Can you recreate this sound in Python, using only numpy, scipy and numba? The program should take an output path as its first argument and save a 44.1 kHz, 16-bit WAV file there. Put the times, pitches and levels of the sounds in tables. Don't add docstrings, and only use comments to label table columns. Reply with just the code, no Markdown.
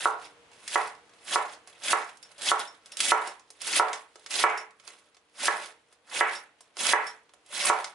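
import sys
import numpy as np
from scipy import signal
from scipy.io import wavfile
from scipy.ndimage import uniform_filter1d, minimum_filter1d
from numba import njit

SR = 44100
rng = np.random.default_rng(int(sys.argv[2]) if len(sys.argv) > 2 else 0)


def master(y):
    cut = np.clip(np.atleast_2d(y).T, -1, 1)
    pcm = np.round(cut * 32767)
    wavfile.write(sys.argv[1], SR, pcm.astype(np.int16))


N = 350330
LEFT_RIGHT = np.array([[1], [-1]])

# start_s, blow_db, upper_modes_db (relative to the blow)
KNOCK_TABLE = [(0.056, -10, -9.5), (0.757, -9.5, 2.5), (1.358, -9.5, 0), (1.931, -12.5, 6),
               (2.516, -10, 0.5), (3.119, -3, 2), (3.797, -3.5, -0.5), (4.439, -4.5, 8.5),
               (5.482, -13, 7.5), (6.209, -10, 11), (6.934, -8.5, 7.5), (7.699, -5, 0)]
# bite_s, entry_db_per_s, bite_db, full_db,
# body_db (low bands relative to the crunch), approach_db (rustle at the bite)
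CUT_TABLE = [(0.001, 300, -37.5, -32, -5, -58), (0.678, 150, -46, -31, -7, -62.5),
             (1.282, 450, -37.5, -26.5, -4.5, -56.5), (1.84, 698, -34, -25, -5.5, -65),
             (2.42, 1500, -33, -23.5, -7, -66), (2.999, 700, -30, -22.5, -9.5, -59),
             (3.61, 1500, -40.5, -22, -5.5, -60), (4.308, 1500, -35, -24, -4.5, -54.5),
             (5.406, 499, -32, -26, -4, -66.5), (6.142, 400, -34, -29.5, 0, -74),
             (6.801, 752, -28.5, -24, -3.5, -76), (7.543, 401, -35, -22, -3, -63)]


def undb(db):
    return 10 ** (np.asarray(db) / 20)


def unit(x):
    return x / np.sqrt(np.mean(x ** 2))


def band(x, hz, octaves):
    edges_hz = np.clip(hz * 2. ** (np.array([-octaves, octaves]) / 2), 10, SR * .45)
    return signal.sosfilt(signal.butter(2, edges_hz, "band", fs=SR, output="sos"), x)


def highpass(x, hz, order):
    return signal.sosfilt(signal.butter(order, hz, "high", fs=SR, output="sos"), x)


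def colour(table, hz):
    table_hz, density_db = np.transpose(table)
    return np.interp(np.log(hz), np.log(table_hz), density_db) + 10 * np.log10(hz)


def ring(modes, seconds, spread_db=0.):
    t = np.arange(int(seconds * SR)) / SR
    luck = rng.standard_normal(len(modes))
    out = np.zeros(len(t))
    for (hz, db, t60_s), k in zip(modes, luck):
        out += undb(db + spread_db * k - 60 * t / t60_s) * np.sin(2 * np.pi * hz * t)
    return out


def add(track, s, sound):
    i = int(s * SR)
    track[i:i + len(sound)] += sound[:N - i]


def slope(t, s0, db0, s1, db1, swell, fade):
    line_db = np.interp(t, [s0, s1], [db0, db1])
    return undb(line_db - swell * np.maximum(s0 - t, 0) - fade * np.maximum(t - s1, 0))


def hum():
    # centre_hz, density_db (per Hz)
    spectrum = [(18, -29.5), (60, -6.5), (200, -5), (450, -0.5), (1100, -2.5), (2000, -6.5), (3000, -8),
                (4500, -15.5), (11000, -21.5)]
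    # time_s, level_db
    level = [(0, -58), (1.1, -61), (4.002, -67.5), (5.301, -69), (7.94, -66.5)]
    # pitch_hz, level_db (relative to the background)
    notes = [(300, -16), (474, -10)]
    out = 0
    for hz in 30 * 2 ** np.arange(0, 8.6, .5):
        mid, side = (unit(band(rng.standard_normal(N), hz, 0.547)) for _ in range(2))
        waver = unit(uniform_filter1d(rng.standard_normal(N), size=6000))
        pair = mid + (0.36 + min(hz / 5000, .5)) * side * LEFT_RIGHT
        out = out + undb(colour(spectrum, hz) + 0.82 * waver) * pair
    out = unit(out)
    for hz, note_db in notes:
        out = out + undb(note_db) * unit(band(rng.standard_normal(N), hz, 0.029))
    s, level_db = np.transpose(level)
    return out * undb(np.interp(np.arange(N) / SR, s, level_db))


def worktop_rumble(cut_gain):
    centre_hz, level_db = 55, -48
    noise = rng.standard_normal(N) + .6 * rng.standard_normal((2, N))
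    shaking = cut_gain * unit(band(noise, centre_hz, 2.8))
    return band(undb(level_db) * shaking, centre_hz, 2.3)


def cabbage_groan(cut_gain):
    centre_hz, level_db = 265, -30
    tone = unit(band(rng.standard_normal(N), centre_hz, .5))
    return undb(level_db) * uniform_filter1d(cut_gain, size=900) * tone


def cracks(per_s, spread_db):
    when, size = rng.random((2, N))
    burst = when < per_s / SR
    height = np.maximum(size, .02) ** (-spread_db * np.log(10) / 20)
    return unit(burst * height * rng.standard_normal(N))


def leaves(gain, body_db, per_s, spread_db, broad, lumpy_db):
    # centre_hz, density_db (per Hz)
    spectrum = [(88, -52), (150, -10), (500, -12.5), (577, -1.5), (1180, -4.5), (1790, -1.5), (3130, -1.5),
                (6420, -9), (9030, -3.5), (11000, -15.5), (14300, -38), (22000, -120)]
    shared, out = cracks(per_s, spread_db), 0
    for hz in 150 * 2 ** np.arange(0, 6.5, .5):
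        own = cracks(per_s * (hz / 4000) ** .5, spread_db)
        grains = band(broad * shared + own, hz, 0.5)
        low = 1 / (1 + (hz / 1900) ** 4)
        drift = unit(uniform_filter1d(rng.standard_normal(N // 100 + 1), size=8))
        shift_db = 2.1764 * np.interp(np.arange(N) / 100, np.arange(len(drift)), drift)
        out = out + unit(grains) * undb(colour(spectrum, hz) - 42 + low * body_db + shift_db)
    lumps = unit(uniform_filter1d(rng.standard_normal(N), size=300))
    return gain * out * undb(lumpy_db * lumps)


def rustle():
    # lift_s, start_db, end_db (just before the lift), lift_db
    drags = [(0.11, -36, -47, -50.5), (0.87, -41.5, -45.5, -46), (1.522, -44.5, -53, -50.5),
             (2.1, -43.5, -53.5, -56), (2.599, -52, -45.5, -36.5), (3.27, -42, -47, -43),
             (3.93, -45.5, -52, -40.5), (4.572, -43, -54, -48), (5.646, -42, -45.5, -43),
             (6.361, -50, -44, -46), (7.067, -53.5, -51, -45.5), (7.85, -43, -49, -45)]
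    # peak_s, peak_db, swell_db_per_s, fade_db_per_s
    brushes = [(0.242, -47, 400, 271), (0.53, -62, 900, 60), (1.674, -57, 2000, 55),
               (2.228, -60.5, 2000, 50.5), (2.383, -48, 3002, 100), (2.86, -62.5, 800, 101),
               (2.925, -52, 2000, 200.5), (4.886, -52, 200, 99.5), (5.934, -64, 200, 400),
               (6.617, -70, 250, 53)]
    approach_db_per_s, drag_wait_s, lift_db_per_s = 90, .01, 220.5
    t, gain = np.arange(N) / SR, np.zeros(N)
    for s, db, swell, fade in brushes:
        gain += slope(t, s, db, s, db, swell, fade)
    for (bite, *_, near_db), (lift, start_db, end_db, lift_db), (knock, *_) in zip(
            CUT_TABLE, drags, KNOCK_TABLE):
        gain += (t < bite) * slope(t, bite, near_db, bite, near_db, approach_db_per_s, 0)
        dragging = (t > knock + drag_wait_s) * (t < lift)
        gain += dragging * slope(t, knock, start_db, lift, end_db, 0, 0)
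        gain += (t >= lift) * slope(t, lift, lift_db, lift, lift_db, 0, lift_db_per_s)
    return uniform_filter1d(gain, size=60)


def pings():
    # pitch_hz, level_db, t60_s (clean steel)
    steel_modes = [(2288, -6, .2), (3671, -4, .12), (4856, -4, .12), (5420, 0, .17), (5776, -9, .2),
                   (6891, -6, .18), (7617, -11, .15), (8129, -9, .1), (9098, -7, .14), (10340, -6, .1)]
    # start_s, level_db, near_hz (pitch excited most)
    flicks = [(0.244, -48, 3700), (2.2288, -51, 5530), (2.6744, -49, 6100), (2.9173, -50, 5330),
              (3.2744, -45, 5350), (3.932, -40, 3510), (4.5755, -40, 5420), (6.352, -37, 4400),
              (6.6069, -56, 9000), (7.0698, -43, 5410), (7.845, -45, 3690)]
    damping = 1.4
    out = np.zeros(N)
    for s, db, near_hz in flicks:
        modes = [(hz, mode_db - 12 * abs(np.log2(hz / near_hz)), t60_s / damping)
                 for hz, mode_db, t60_s in steel_modes]
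        add(out, s, undb(db) * ring(modes, 0.34, spread_db=2.5))
    return out


def snaps():
    # start_s, tick_peak_db, centre_hz, thud_db (relative to the tick peak)
    snap_events = [(0.2145, -41, 2468, -17.5), (0.5157, -46.5, 2674, -4), (0.678, -22, 3900, -37),
                   (1.094, -50, 3000, -12), (1.135, -48, 2500, -8), (1.535, -40, 4000, -15),
                   (1.674, -33.5, 7560, -13), (1.835, -28, 3350, -22), (2.1711, -39.5, 9530, -25),
                   (2.2277, -36.5, 5500, -31), (2.3812, -40, 3690, -25), (2.4183, -27.5, 3560, -26),
                   (2.5935, -23, 8674, -8), (2.859, -36, 5350, -26), (2.9197, -29.5, 5260, -37),
                   (2.97, -21, 4850, -29), (3.0033, -8.5, 4760, -36), (3.2744, -25, 5140, -8),
                   (3.3954, -45, 3330, -6), (3.5037, -31, 8920, -17.5), (3.6172, -22.5, 9250, -18),
                   (3.6754, -20, 3150, -19), (3.9306, -23, 2730, -7.5), (4.157, -40, 3196, -2),
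                   (4.195, -46, 6000, -10), (4.262, -28.5, 2858, -19), (4.3066, -31.5, 3320, -13),
                   (4.34, -20, 4000, -15), (4.5752, -33, 5392, 1), (4.7074, -47, 3540, -16),
                   (4.7987, -43.5, 2450, -14), (4.877, -34.5, 2773, -9), (5.1457, -48.5, 3000, -19.5),
                   (5.168, -46.5, 2590, -7), (5.456, -13, 8920, -25), (5.9258, -46, 6070, -9.5),
                   (6.607, -37, 9000, -11), (6.769, -28.5, 2780, -9.5), (6.868, -16, 2953, -25),
                   (7.069, -33, 5367, -14), (7.293, -50, 1900, -10), (7.3361, -43.5, 5090, -5),
                   (7.4614, -42, 9000, -25), (7.8436, -20.5, 2920, -14)]
    t60_s = .034
    out, t = np.zeros(N), np.arange(SR // 10) / SR
    for s, db, hz, thud_db in snap_events:
        burst = rng.standard_normal((2, len(t))) * undb(-60 * t / t60_s)
        tick, thud = band(burst[0], hz, 2.73), band(burst[1], 700., 1.643)
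        tick, thud = tick / abs(tick).max(), thud / abs(thud).max()
        add(out, s, undb(db) * (tick + undb(thud_db) * thud))
    return out


def crunch():
    full_before_knock_s, through_before_knock_s, entry_body_db = 0.026, 0.0018, 4.5
    t, gain, body_db = np.arange(N) / SR, np.zeros(N), np.zeros(N)
    for (bite, entry, bite_db, full_db, body, _), (knock, *_) in zip(CUT_TABLE, KNOCK_TABLE):
        on = (t > bite - .2) & (t < knock - through_before_knock_s)
        gain[on] = slope(t[on], bite, bite_db, knock - full_before_knock_s, full_db, entry, 0)
        body_db[on] = body + entry_body_db * np.clip((bite - t[on]) / 0.04, 0, 1)
    return uniform_filter1d(gain, size=60), body_db


def knocks():
    # pitch_hz, level_db, t60_s
    wood_modes = [(580, -33, 0.035), (820, -11.5, 0.035), (980, -1, 0.023), (1144.4, 2.5, 0.017),
                  (1336, 8, 0.014), (1700, 1.5, 0.012383), (1931, -8, 0.032), (2260, -7, 0.018),
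                  (2850, -15.5, 0.02)]
    out, t = np.zeros(N), np.arange(SR // 2) / SR
    push = signal.windows.hann(int(0.00045 * SR) + 2)
    for s, db, upper_db in KNOCK_TABLE:
        modes = [(hz, mode_db + upper_db * (hz > 1500), t60_s) for hz, mode_db, t60_s in wood_modes]
        wood = np.convolve(ring(modes, .5, spread_db=2.5), push / push.sum())[:len(t)]
        wood *= 1 - np.exp(-t / 0.0008)
        crack = band(rng.standard_normal(len(t)), 4000., 2.5) * np.exp(-t / 0.0037)
        high, low = (unit(band(band(rng.standard_normal(len(t)), hz, 1.23), hz, 1.23))
                     for hz in (1650., 900.))
        shudder = undb(upper_db - 21.5) * high + undb(-17) * low
        shudder *= (1 - np.exp(-t / .03)) * np.exp(-t / 0.046)
        add(out, s + .0003, undb(db) * (undb(-18.0) * crack + shudder - wood))
    return highpass(out, 370, order=3)


def room_response():
    # centre_hz, relative_db, t60_s
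    tail_bands = [(200, -10.5, 0.7), (415.15, 3, 0.32), (838, 1, 0.3173), (1550, -2, 0.3249),
                  (3076, -5.5, 0.34), (6850, 0, 0.1844), (10000, -16.5, 0.0001)]
    # pitch_hz, level_db, t60_s
    standing_waves = [(373, -58, 0.4), (439.3, -51, 0.43)]
    # delay_s, left_db, right_db
    wall_echoes = [(.0054, -10, -9), (0.0137, -14.5, -18.5), (0.028, -20.5, -15)]
    tail_db, full_side_hz = -38, 2010
    t = np.arange(SR // 2) / SR
    room = np.zeros((2, len(t))) + ring(standing_waves, .5)
    for hz, db, t60_s in tail_bands:
        mid, side = (unit(band(rng.standard_normal(len(t)), hz, 0.85)) for _ in range(2))
        pair = mid + min(hz / full_side_hz, 1) * side * LEFT_RIGHT
        decay = undb(tail_db + db - 60 * t / t60_s) * (1 - np.exp(-t / 0.004))
        room += pair * decay * np.sqrt(hz / 8000)
    for s, left_db, right_db in wall_echoes:
        room[:, int(s * SR)] += undb([left_db, right_db])
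    return room


def kitchen(board, light):
    scatter_db, scatter_decay_s = -33, 0.011
    along_edge = .45
    light_room_db, pan_right_db, pan_from_hz = -4, 3, 240
    t = np.arange(SR // 2) / SR
    room = room_response()
    scatter = unit(band(rng.standard_normal((2, len(t))), 3000., 3.6))
    near = undb(scatter_db) * scatter * np.exp(-t / scatter_decay_s)
    near[:, 0] = 1
    board, light = highpass([board, light], 240, order=2)
    direct = signal.fftconvolve((board + light)[None], near, axes=1)
    place = unit(uniform_filter1d(rng.standard_normal(N), size=200))
    direct[:, :N] += along_edge * band(light * place, 6000., 2.5) * LEFT_RIGHT
    wet = signal.fftconvolve((board + undb(light_room_db) * light)[None], room, axes=1)
    both = (direct + wet)[:, :N]
    low = signal.sosfilt(signal.butter(1, pan_from_hz, fs=SR, output="sos"), both)
    return low + (both - low) * undb([[-pan_right_db / 2], [pan_right_db / 2]])


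def scene():
    cut_gain, body_db = crunch()
    cut = leaves(cut_gain, body_db, per_s=4000, spread_db=2.0, broad=0.4491, lumpy_db=1.45)
    brush = leaves(rustle(), 3.7, per_s=3000, spread_db=0.5, broad=0.32, lumpy_db=2.5)
    light = cabbage_groan(cut_gain) + cut + brush + snaps() + pings()
    return kitchen(knocks(), light) + hum() + worktop_rumble(cut_gain)


@njit
def fall(peak, keep):
    out, e = np.empty(len(peak)), 1e-9
    for i in range(len(peak)):
        e = max(peak[i], e * keep)
        out[i] = e
    return out


def record(dry):
    threshold_db, ratio, release_db_per_s = -17.5, 2.5, 83
    ahead_s, sense_s, top_hz = 0.002, 0.003, 11000
    ahead = int(ahead_s * SR)
    loud = uniform_filter1d(abs(dry).max(0), int(sense_s * SR))
    held = fall(loud, float(undb(-release_db_per_s / SR)))
    over = np.maximum(held / undb(threshold_db), 1)
    gain = minimum_filter1d(over ** (1 / ratio - 1), 2 * ahead + 1)
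    limited = dry * uniform_filter1d(gain, ahead // 2)
    return signal.sosfilt(signal.ellip(10, .3, 75, top_hz, fs=SR, output="sos"), limited)


dry = scene()
out = record(dry)
master(out)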